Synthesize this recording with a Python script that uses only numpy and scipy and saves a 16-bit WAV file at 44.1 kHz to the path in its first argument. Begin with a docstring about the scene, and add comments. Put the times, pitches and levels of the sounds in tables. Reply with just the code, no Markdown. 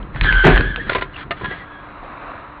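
"""A low-speed rear-end collision, heard inside the car through a small, narrow-band microphone.
Over the street and a faint hum, plastic cracks in short noise bursts before, during and after the impact.
Under hard braking the tyres stick, slip and squeal and the body judders; from then on grit scrapes and
plastic chirps. Bucklings ring and crunch the bumper; then loose things strike ringing trim, the squeal
returns briefly, and filtered noise makes the traffic swish past the stopped car, swelling towards the end."""
import sys
import numpy as np
from scipy import signal
from scipy.fft import rfft, irfft, next_fast_len
from scipy.io import wavfile
from scipy.ndimage import uniform_filter1d

SR = 44100
rng = np.random.default_rng(int(sys.argv[2]) if len(sys.argv) > 2 else 0)


def dump(signal):
    """Clip the signal to [-1, 1] and save it as 16-bit WAV at the path in sys.argv[1]."""
    limited = np.clip(np.atleast_2d(signal).T, -1, 1)
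    pcm = np.round(limited * 32767).astype(np.int16)
    wavfile.write(sys.argv[1], SR, pcm)


N = 114660
T = np.arange(N) / SR   # time in s


def from_db(db):
    """Decibels to gain."""
    return 10 ** (np.asarray(db) / 20)


def rms_one(x):
    """Scale to unit power."""
    return x / np.sqrt(np.mean(x ** 2) + 1e-20)


def level(rows):
    """Gain over time from (t/s, .., level/dB) rows, with a fast fade before the first and after the last."""
    rows = np.array(rows)
    beyond_s = np.abs(T - np.clip(T, rows[0, 0], rows[-1, 0]))
    fade = np.exp(-(beyond_s / .04) ** 2)
    return from_db(np.interp(T, rows[:, 0], rows[:, -1])) * fade


def colour(x, points):
    """Minimum-phase filter through (f/Hz, level/dB) points, 12 dB an octave down outside; unit power gain."""
    hz, db = np.transpose(points)
    size = next_fast_len(len(x) + 8192, True) // 2 * 2
    octave = np.log2(np.maximum(np.fft.rfftfreq(size, 1 / SR), 5))
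    outside = np.abs(octave - np.clip(octave, np.log2(hz[0]), np.log2(hz[-1])))
    gain = rms_one(from_db(np.interp(octave, np.log2(hz), db) - 12 * outside))
    # folding the cepstrum forward keeps the response from sounding ahead of its cause
    cepstrum = irfft(np.log(gain))
    cepstrum[1:size // 2] *= 2
    cepstrum[size // 2 + 1:] = 0
    response = np.exp(rfft(cepstrum))
    return irfft(rfft(x, size) * response)[:len(x)]


def drift(rate):
    """Slow chance with unit spread: noise through a two-pole lowpass at a rate in Hz."""
    r = np.exp(-2 * np.pi * rate / SR)
    settled = signal.lfilter([1], [1, -2 * r, r * r], rng.standard_normal(N + SR))[SR:]
    return rms_one(settled)


def steady(x, span_s):
    """Even out the strength of a vibration over a span."""
    power = uniform_filter1d(x * x, max(int(span_s * SR), 2))
    return x / np.sqrt(np.abs(power) + 1e-12)


def ring(x, hz, t60):
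    """A mode: a unit click starts a dying sine of height 1."""
    r, w = from_db(-60 / (t60 * SR)), 2 * np.pi * hz / SR
    return signal.lfilter([0, np.sin(w)], [1, -2 * r * np.cos(w), r * r], x + 1e-18)


def grains(per_s, spread_db):
    """Random clicks of uneven size and either sign, at unit power."""
    sizes = from_db(spread_db * np.minimum(rng.exponential(1, N), 4)) * rng.choice([-1, 1], N)
    return rms_one(sizes * (rng.random(N) < per_s / SR))


def burst(t60, size=8192):
    """Noise that dies away from a sudden start."""
    return rng.standard_normal(size) * from_db(-60 * T[:size] / t60)


def add(out, s, x):
    """Mix x in at a time."""
    start = int(s * SR)
    out[start:start + len(x)] += x[:N - start]


def cabin(x, wet_db):
    """Dense, short reflections from glass and trim, 0.15 s long, starting 2 ms after the direct sound."""
    tail = burst(t60=.15) * (T[:8192] > .002)
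    wet = from_db(wet_db)
    reflected = signal.fftconvolve(x, tail / np.linalg.norm(tail))[:N]
    return (x + wet * reflected) / np.sqrt(1 + wet ** 2)


CRASH_S, CRASH_ATTACK_S, CRASH_HOLD_S = 0.435, 0.015, 0.029


def crush(fall_db_per_s, late_s=0):
    """Force of the collision: attack, hold, then a release at a steady rate."""
    age = T - CRASH_S - late_s
    attack = np.clip(age / CRASH_ATTACK_S, 0, 1)
    release_s = np.maximum(age - CRASH_ATTACK_S - CRASH_HOLD_S, 0)
    return attack * from_db(-fall_db_per_s * release_s)


BODY_DB, CRUNCH_DB, CRUNCH_FALL_DB_PER_S, BUCKLES_PER_S = -14.5, -12.5, 144, 2500
# for the lowest mode; higher modes fall faster and come in sooner
LOWEST_FALL_DB_PER_S, DAMPING_SLOPE, LOWEST_LATE_S = 176, 0.17, 0.012
# modes of the car body: f/Hz, relative level/dB, t60/s
BODY_MODES = [(152.8, 3, 0.28), (170.3, -0.5, 0.066), (258, -3, 0.16), (375, 4.5, 0.089),
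              (415, -1.5, 0.091), (533, -9, 0.083), (627, -7.5, 0.41), (682, -6, 0.18), (743.6, -3.5, 0.24),
              (846, -11.5, 0.11), (934, -11, 0.18)]
# colour of the crumpling bumper: f/Hz, relative level/dB
CRUNCH_COLOUR = [(100, -2), (400, -2), (800, -3.5), (1200, -1.5), (2000, -2), (3000, -9), (4500, -20)]


def crash():
    """A rush of small bucklings keeps the body modes ringing, and crunches."""
    body, lowest_hz = 0, BODY_MODES[0][0]
    for hz, db, t60 in BODY_MODES:
        fall = LOWEST_FALL_DB_PER_S * (hz / lowest_hz) ** DAMPING_SLOPE
        force = crush(fall, LOWEST_LATE_S * (lowest_hz / hz) ** 2)
        mode = steady(ring(grains(BUCKLES_PER_S, spread_db=2), hz, t60), .035)
        body = body + from_db(db + BODY_DB) * force * mode
    crunch = cabin(colour(grains(BUCKLES_PER_S, spread_db=3.0), CRUNCH_COLOUR), wet_db=-13)
    return body + from_db(CRUNCH_DB) * crush(CRUNCH_FALL_DB_PER_S) * steady(crunch, 0.012)


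SNAP_T60_S, SNAP_WIDTH = 0.0088, 0.2   # width as a fraction of the centre pitch
# plastic snaps: t/s, relative level/dB, centre f/Hz
SNAPS = [(0.028, -26.5, 3130), (0.147, -17, 1700), (.16, -12, 1505), (.165, -15, 1580), (.211, 2.5, 1920),
         (.237, -9.5, 3250), (0.245, -2, 2090), (0.258, -9.5, 2430), (.325, 1, 2180), (0.443, -7.5, 2800),
         (.546, -11.5, 1900), (0.56, -0.5, 1740), (.57, 1.5, 1860), (0.577, 4, 1600), (0.608, 1, 1590),
         (0.7602, -4.5, 2660), (1.165, -19.5, 2770), (1.458, -8.5, 1730)]


def snaps(gain_db):
    """Plastic gives way in very short, bright cracks of noise around a centre pitch."""
    out = np.zeros(N)
    for s, db, hz in SNAPS:
        band = [(hz / 4, -15), (hz / (1 + SNAP_WIDTH), -7), (hz, 0),
                (hz * (1 + SNAP_WIDTH), -7), (hz * 2.33, -23)]
        crack = colour(burst(SNAP_T60_S), band)
        add(out, s, from_db(db + gain_db) * rms_one(crack))
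    return cabin(out, wet_db=-10.0)


# tyre squeal under braking: t/s, centre f/Hz, level/dB
BRAKING_SQUEAL = [(.21, 1668, -39), (.25, 1670, -23), (.288, 1595, -11.5), (.335, 1535, -19),
                  (.368, 1555, -13.5), (.45, 1530, -15.5), (.51, 1570, -19), (.55, 1661, -17.5),
                  (.6, 1563, -23), (.68, 1633, -26), (.76, 1595, -30), (.88, 1666, -37.5), (1.1, 1630, -49)]
# the brief squeal afterwards: t/s, centre f/Hz, level/dB
LAST_SQUEAL = [(1.4, 1635, -57), (1.45, 1675, -26.5), (1.485, 1665, -35.5), (1.52, 1647, -29.5),
               (1.59, 1646, -46.5), (1.67, 1651, -46), (1.76, 1655, -41), (1.9, 1653, -54)]
# voices that squeal together: pitch ratio before spread [1], relative level/dB
TYRE_VOICES = [(1, 1), (1.05, -4.5), (.94, -7.5)]


def squeal(rows, wander, rough, spread, octave_db, flutter_db):
    """Tyres stick and slip at nearly the same, unsteady pitch and beat together, each with its octave."""
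    times, pitches, _ = np.transpose(rows)
    pitch, tone, octave, gain = np.interp(T, times, pitches), 0, 0, level(rows)
    for ratio, db in TYRE_VOICES:
        unsteady = 1 + wander * drift(35.24) + rough * drift(380)
        phase = 2 * np.pi * np.cumsum(pitch * ratio ** spread * unsteady) / SR
        grip = from_db(db + flutter_db * drift(45))
        tone = tone + grip * np.sin(phase)
        octave = octave + grip * np.sin(2 * phase + 0.6 * drift(150))   # phase jitter in rad
    tone = steady(cabin(tone, wet_db=-5.5), 0.03)
    octave = steady(cabin(octave, wet_db=-15.5), 0.029)
    return gain * (tone + from_db(octave_db) * octave)


BOOM_HZ, BOOM_TONE_DB, BOOM_NOISE_DB = 43.25, 1, -6.5   # levels relative to the boom curve
JUDDER_ONSET_DB = -36   # below this the springs barely ring
# strength of the cabin's low boom: t/s, level/dB
BOOM = [(0, -27.5), (.12, -34.5), (.2, -28), (.22, -11), (.28, -22.5), (.37, -14), (.45, -23), (.5, -16),
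        (.555, -10.5), (.6, -22.5), (.68, -21), (.715, -28), (.9, -41.5), (1.01, -30), (1.12, -49),
        (1.4, -50), (1.46, -42.5), (1.58, -51), (2.6, -43)]
# rumble of wheels and suspension: t/s, level/dB
RUMBLE = [(0, -33.5), (.135, -38.5), (.16, -32.5), (.195, -33.5), (.24, -25), (.32, -28), (.43, -46.5),
          (.6, -16.5), (.67, -25), (.74, -34.5), (.88, -31.5), (1.0, -35), (1.1, -40.5), (1.28, -38),
          (1.4, -39), (1.445, -32), (1.54, -39.5), (1.7, -45.5), (2.6, -48.5)]
# its colour: f/Hz, relative level/dB
RUMBLE_COLOUR = [(30, -0.5), (90, -2), (160, -2), (230, -9.5), (380, -10), (600, -20.5), (1200, -41)]


def chassis():
    """The body judders on its springs when shaken hard, the cabin air booms, the wheels rumble."""
    boom = level(BOOM)
    sway = np.sin(2 * np.pi * np.cumsum(BOOM_HZ * (1 + 0.098 * drift(15))) / SR)
    judder = np.sqrt(2) * sway * boom / (boom + from_db(JUDDER_ONSET_DB))
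    air = colour(rng.standard_normal(N), [(24, -4), (38, 3.5), (60, -2), (90, -7.0)])
    shake = steady(air, 0.043)
    rumble = steady(colour(rng.standard_normal(N), RUMBLE_COLOUR), 0.14)
    low_end = from_db(BOOM_TONE_DB) * judder + from_db(BOOM_NOISE_DB) * shake
    return boom * low_end + level(RUMBLE) * rumble


KNOCK_NOISE_DB, RATTLE_GRAINS_PER_S, RATTLE_SPREAD_DB = -0.5, 3000, 1.5
# loose things strike the trim:
# t/s, blow level/dB, rattle t60/s, brightness/(dB per octave), panel level relative to the blow/dB
KNOCKS = [(0.895, -18.5, 0.04, 7, -25.5), (.918, -22.5, 0.07, -0.5, -0.5), (0.931, -21.5, .07, 10, -8.5),
          (.949, -12.5, .06, 3.5, -4.5), (0.953, -16.5, 0.13, -3, -3.5), (.96, -18, 0.055, 3, -6.5),
          (.983, -20, 0.055, 3.5, -8.5), (1.011, -26.5, 0.12, 5, -0.5), (1.021, -23, 0.072, 3.5, 1.5),
          (1.308, -19, 0.084, 4, -23.5), (1.411, -27, .05, 0, -6), (1.435, -29.5, 0.054, -5, -6),
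          (1.444, -21, 0.06, 0.5, -2), (1.454, -25, .05, -2, -4.5), (1.51, -28, 0.2, 0, -11)]
# colour of the rattle before brightness: f/Hz, relative level/dB
KNOCK_COLOUR = [(100, -25.5), (400, 5.5), (650, 1), (820, -6.5), (1100, -4.5), (2000, -1.5), (3000, -13),
                (4500, -23)]
# modes of the hollow panel: f/Hz, relative level/dB, t60/s
PANEL_MODES = [(381, -6, .13), (1022, 1, 0.094), (1389, -4.5, 0.11), (1928, -7, .07), (2163, -13.5, 0.055),
               (2500, -15, .07), (2820, -14.5, .06), (3690, -18, 0.083)]


def knocks():
    """Each loose thing lands with a short, gritty rattle and sets a hollow panel ringing."""
    rattles, blows = np.zeros(N), np.zeros(N)
    uneven = from_db(RATTLE_SPREAD_DB * drift(210))
    for s, db, t60, bright, panel_db in KNOCKS:
        # brightness tilts the colour around 1 kHz
        tilted = [(hz, band_db + bright * np.log2(hz / 1000)) for hz, band_db in KNOCK_COLOUR]
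        noise = burst(t60)
        touching = rms_one(1.0 * (rng.random(len(noise)) < RATTLE_GRAINS_PER_S / SR))
        add(rattles, s, from_db(db + KNOCK_NOISE_DB) * colour(noise * touching, tilted))
        blows[int(s * SR)] += from_db(db + panel_db)
    panel = sum(from_db(db) * ring(blows, hz, t60) for hz, db, t60 in PANEL_MODES)
    return rattles * uneven + panel


CONTACT_S = .0015   # how long a contact lasts


def struck(hits, modes):
    """Each contact rings every mode with a strength and timing of its own."""
    out = 0
    for hz, mode_db, t60 in modes:
        clicks = np.zeros(N)
        for s, db in hits:
            when = s + CONTACT_S * rng.random()
            clicks[int(when * SR)] += from_db(db + mode_db + rng.standard_normal())
        out = out + ring(clicks, hz, t60)
    return out


# contacts of a small hard object: t/s, level before the mode's own/dB
CLACKS = [(.895, -10), (.92, -25)]
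# its modes: f/Hz, relative level/dB, t60/s
CLACK_MODES = [(547, -6, 0.045), (676, -8.5, 0.039), (1005, -8.5, 0.053), (1425, 2, 0.032),
               (1770, -8, 0.035), (2870, -14, 0.0232)]


def clack():
    """A small hard object lands, and its short modes ring."""
    return struck(CLACKS, CLACK_MODES)


# contacts of a larger, boxy object: t/s, level before the mode's own/dB
CLONKS = [(1.3075, -19.5), (1.317, -24)]
# its modes: f/Hz, relative level/dB, t60/s
CLONK_MODES = [(577, -3, 0.056), (685, 0, 0.065), (1070, -7.5, .05), (1225, -8, 0.13), (1320, -3, 0.046),
               (1816, -2, .08), (2070, -3.5, 0.076), (2240, -5, .04), (2832, -14.5, .07),
               (3400, -9.5, 0.0245)]


def clonk():
    """A larger, boxy object falls and bounces once, ringing its modes at both contacts."""
    return struck(CLONKS, CLONK_MODES)


# bumps of the suspension and of heavier things: t/s, relative level/dB, centre f/Hz, t60/s
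BUMPS = [(0.147, -14.5, 129.4, 0.12), (.775, -24.5, 494, .08), (0.866, -20.5, 203, 0.09),
         (1.263, -30, 228, 0.083), (1.418, -24, 351, 0.067), (1.432, -21.5, 134.4, .1),
         (1.482, -26.5, 120, 0.08), (2.029, -23.5, 685, 0.35)]


def bumps(gain_db):
    """Soft contacts give a short, dull thud of narrow-band noise."""
    out = np.zeros(N)
    for s, db, hz, t60 in BUMPS:
        thud = colour(burst(t60), [(hz / 1.3, -9), (hz, 0), (hz * 1.3, -9)])
        add(out, s, from_db(db + gain_db) * rms_one(thud))
    return out


# short rubbing squeaks: t/s, peak level of the direct tone before the cabin/dB, middle f/Hz, length/s
SQUEAKS = [(0.23, -27.5, 4020, 0.014), (.793, -22, 1860, 0.025), (1.138, -34, 2950, 0.012),
           (1.158, -28, 2810, 0.0097), (1.503, -28.5, 1950, 0.04), (1.59, -35, 1950, 0.058)]
SQUEAK_RISE_PER_S = .3   # fraction of the middle pitch


def squeaks(rough):
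    """Rubbing plastic chirps briefly, rising a little at a rough pitch."""
    out = 0
    for s, db, hz, length in SQUEAKS:
        age = np.clip(T - s, 0, length)
        pitch = hz * (1 + SQUEAK_RISE_PER_S * (age - length / 2) + rough * drift(200))
        swell = np.sin(np.pi * age / length)
        out = out + from_db(db) * swell * np.sin(2 * np.pi * np.cumsum(pitch) / SR)
    return cabin(out, wet_db=-16.0)


GRAINS_PER_S = 2200
# gritty sliding of tyres and loose things: t/s, level/dB
SCRAPE = [(.11, -63), (.16, -36), (.205, -41.5), (.24, -25), (.4, -27), (.58, -33.5), (.7, -39.5),
          (.85, -40), (.91, -26.5), (1.02, -44.5), (1.08, -60), (1.12, -48), (1.19, -32.5), (1.23, -35),
          (1.255, -56), (1.3, -63), (1.37, -40), (1.46, -38), (1.6, -39), (1.7, -64), (1.9, -58)]
# its colour: f/Hz, relative level/dB
SCRAPE_COLOUR = [(200, -8.5), (700, -7.5), (1300, 4.5), (2000, 3), (2600, -7), (3300, -6), (4500, -14.5)]


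def scrape():
    """Dense clicks of grit under whatever slides."""
    grit = colour(grains(GRAINS_PER_S, spread_db=2.0), SCRAPE_COLOUR)
    return level(SCRAPE) * steady(cabin(grit, wet_db=-4.5), .08)


HUM_HZ, HUM_DB, SWISH_FLICKER_DB = 295, -50, 0.9
# the street, with a car going by: t/s, level before flicker/dB
STREET = [(0, -39.5), (.6, -50), (1.1, -42.5), (1.6, -40), (1.95, -38), (2.05, -36), (2.3, -33),
          (2.45, -37), (2.6, -38.5)]
# its colour through the glass: f/Hz, relative level/dB
STREET_COLOUR = [(30, 5.5), (80, -3.5), (180, -10.5), (250, -3.5), (400, -8.5), (520, -5), (700, -1),
                 (820, -5), (1000, 1.5), (1250, 1), (1600, -5.5), (2000, -10), (2600, -14.5), (3300, -25.5),
                 (3900, -22), (4500, -34)]


def street():
    """Tyre swish of the traffic, as flickering noise, comes through the glass over a faint hum."""
    swish = steady(colour(rng.standard_normal(N), STREET_COLOUR), 0.19)
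    flicker = from_db(SWISH_FLICKER_DB * drift(27))
    hum = np.sqrt(2) * np.sin(2 * np.pi * np.cumsum(HUM_HZ * (1 + 0.0089 * drift(8.7))) / SR)
    return level(STREET) * swish * flicker + from_db(HUM_DB) * hum


def scene():
    """Everything that reaches the microphone, as one channel."""
    plastic = snaps(gain_db=-32.0) + squeaks(rough=0.028)
    tyres = squeal(BRAKING_SQUEAL, wander=.016, rough=.017, spread=0.99, octave_db=-16.0, flutter_db=3.5)
    tyres = tyres + squeal(LAST_SQUEAL, wander=0.0085, rough=.016, spread=0.35, octave_db=-14, flutter_db=2)
    loose = knocks() + clack() + clonk() + bumps(gain_db=-19.5)
    return (crash() + plastic + tyres + chassis() + loose + scrape() + street())[None]


OVERLOAD, CLIP_LEVEL = 1.35, .95   # amplitudes
BAND_HZ, CUTOFF_HZ = 4748, 15500


def record(dry):
    """The microphone overloads softly, the recorder keeps a narrow band, and the highest peaks clip."""
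    x = OVERLOAD * np.tanh(dry / OVERLOAD)
    x = signal.sosfilt(signal.butter(10, 4200, fs=SR, output="sos"), x)
    x = signal.sosfilt(signal.ellip(8, .3, 70, BAND_HZ, fs=SR, output="sos"), x)
    clipped = np.clip(x, -CLIP_LEVEL, CLIP_LEVEL)
    return signal.sosfilt(signal.cheby2(12, 70, CUTOFF_HZ, fs=SR, output="sos"), clipped)


dry = scene()
out = record(dry)
dump(out)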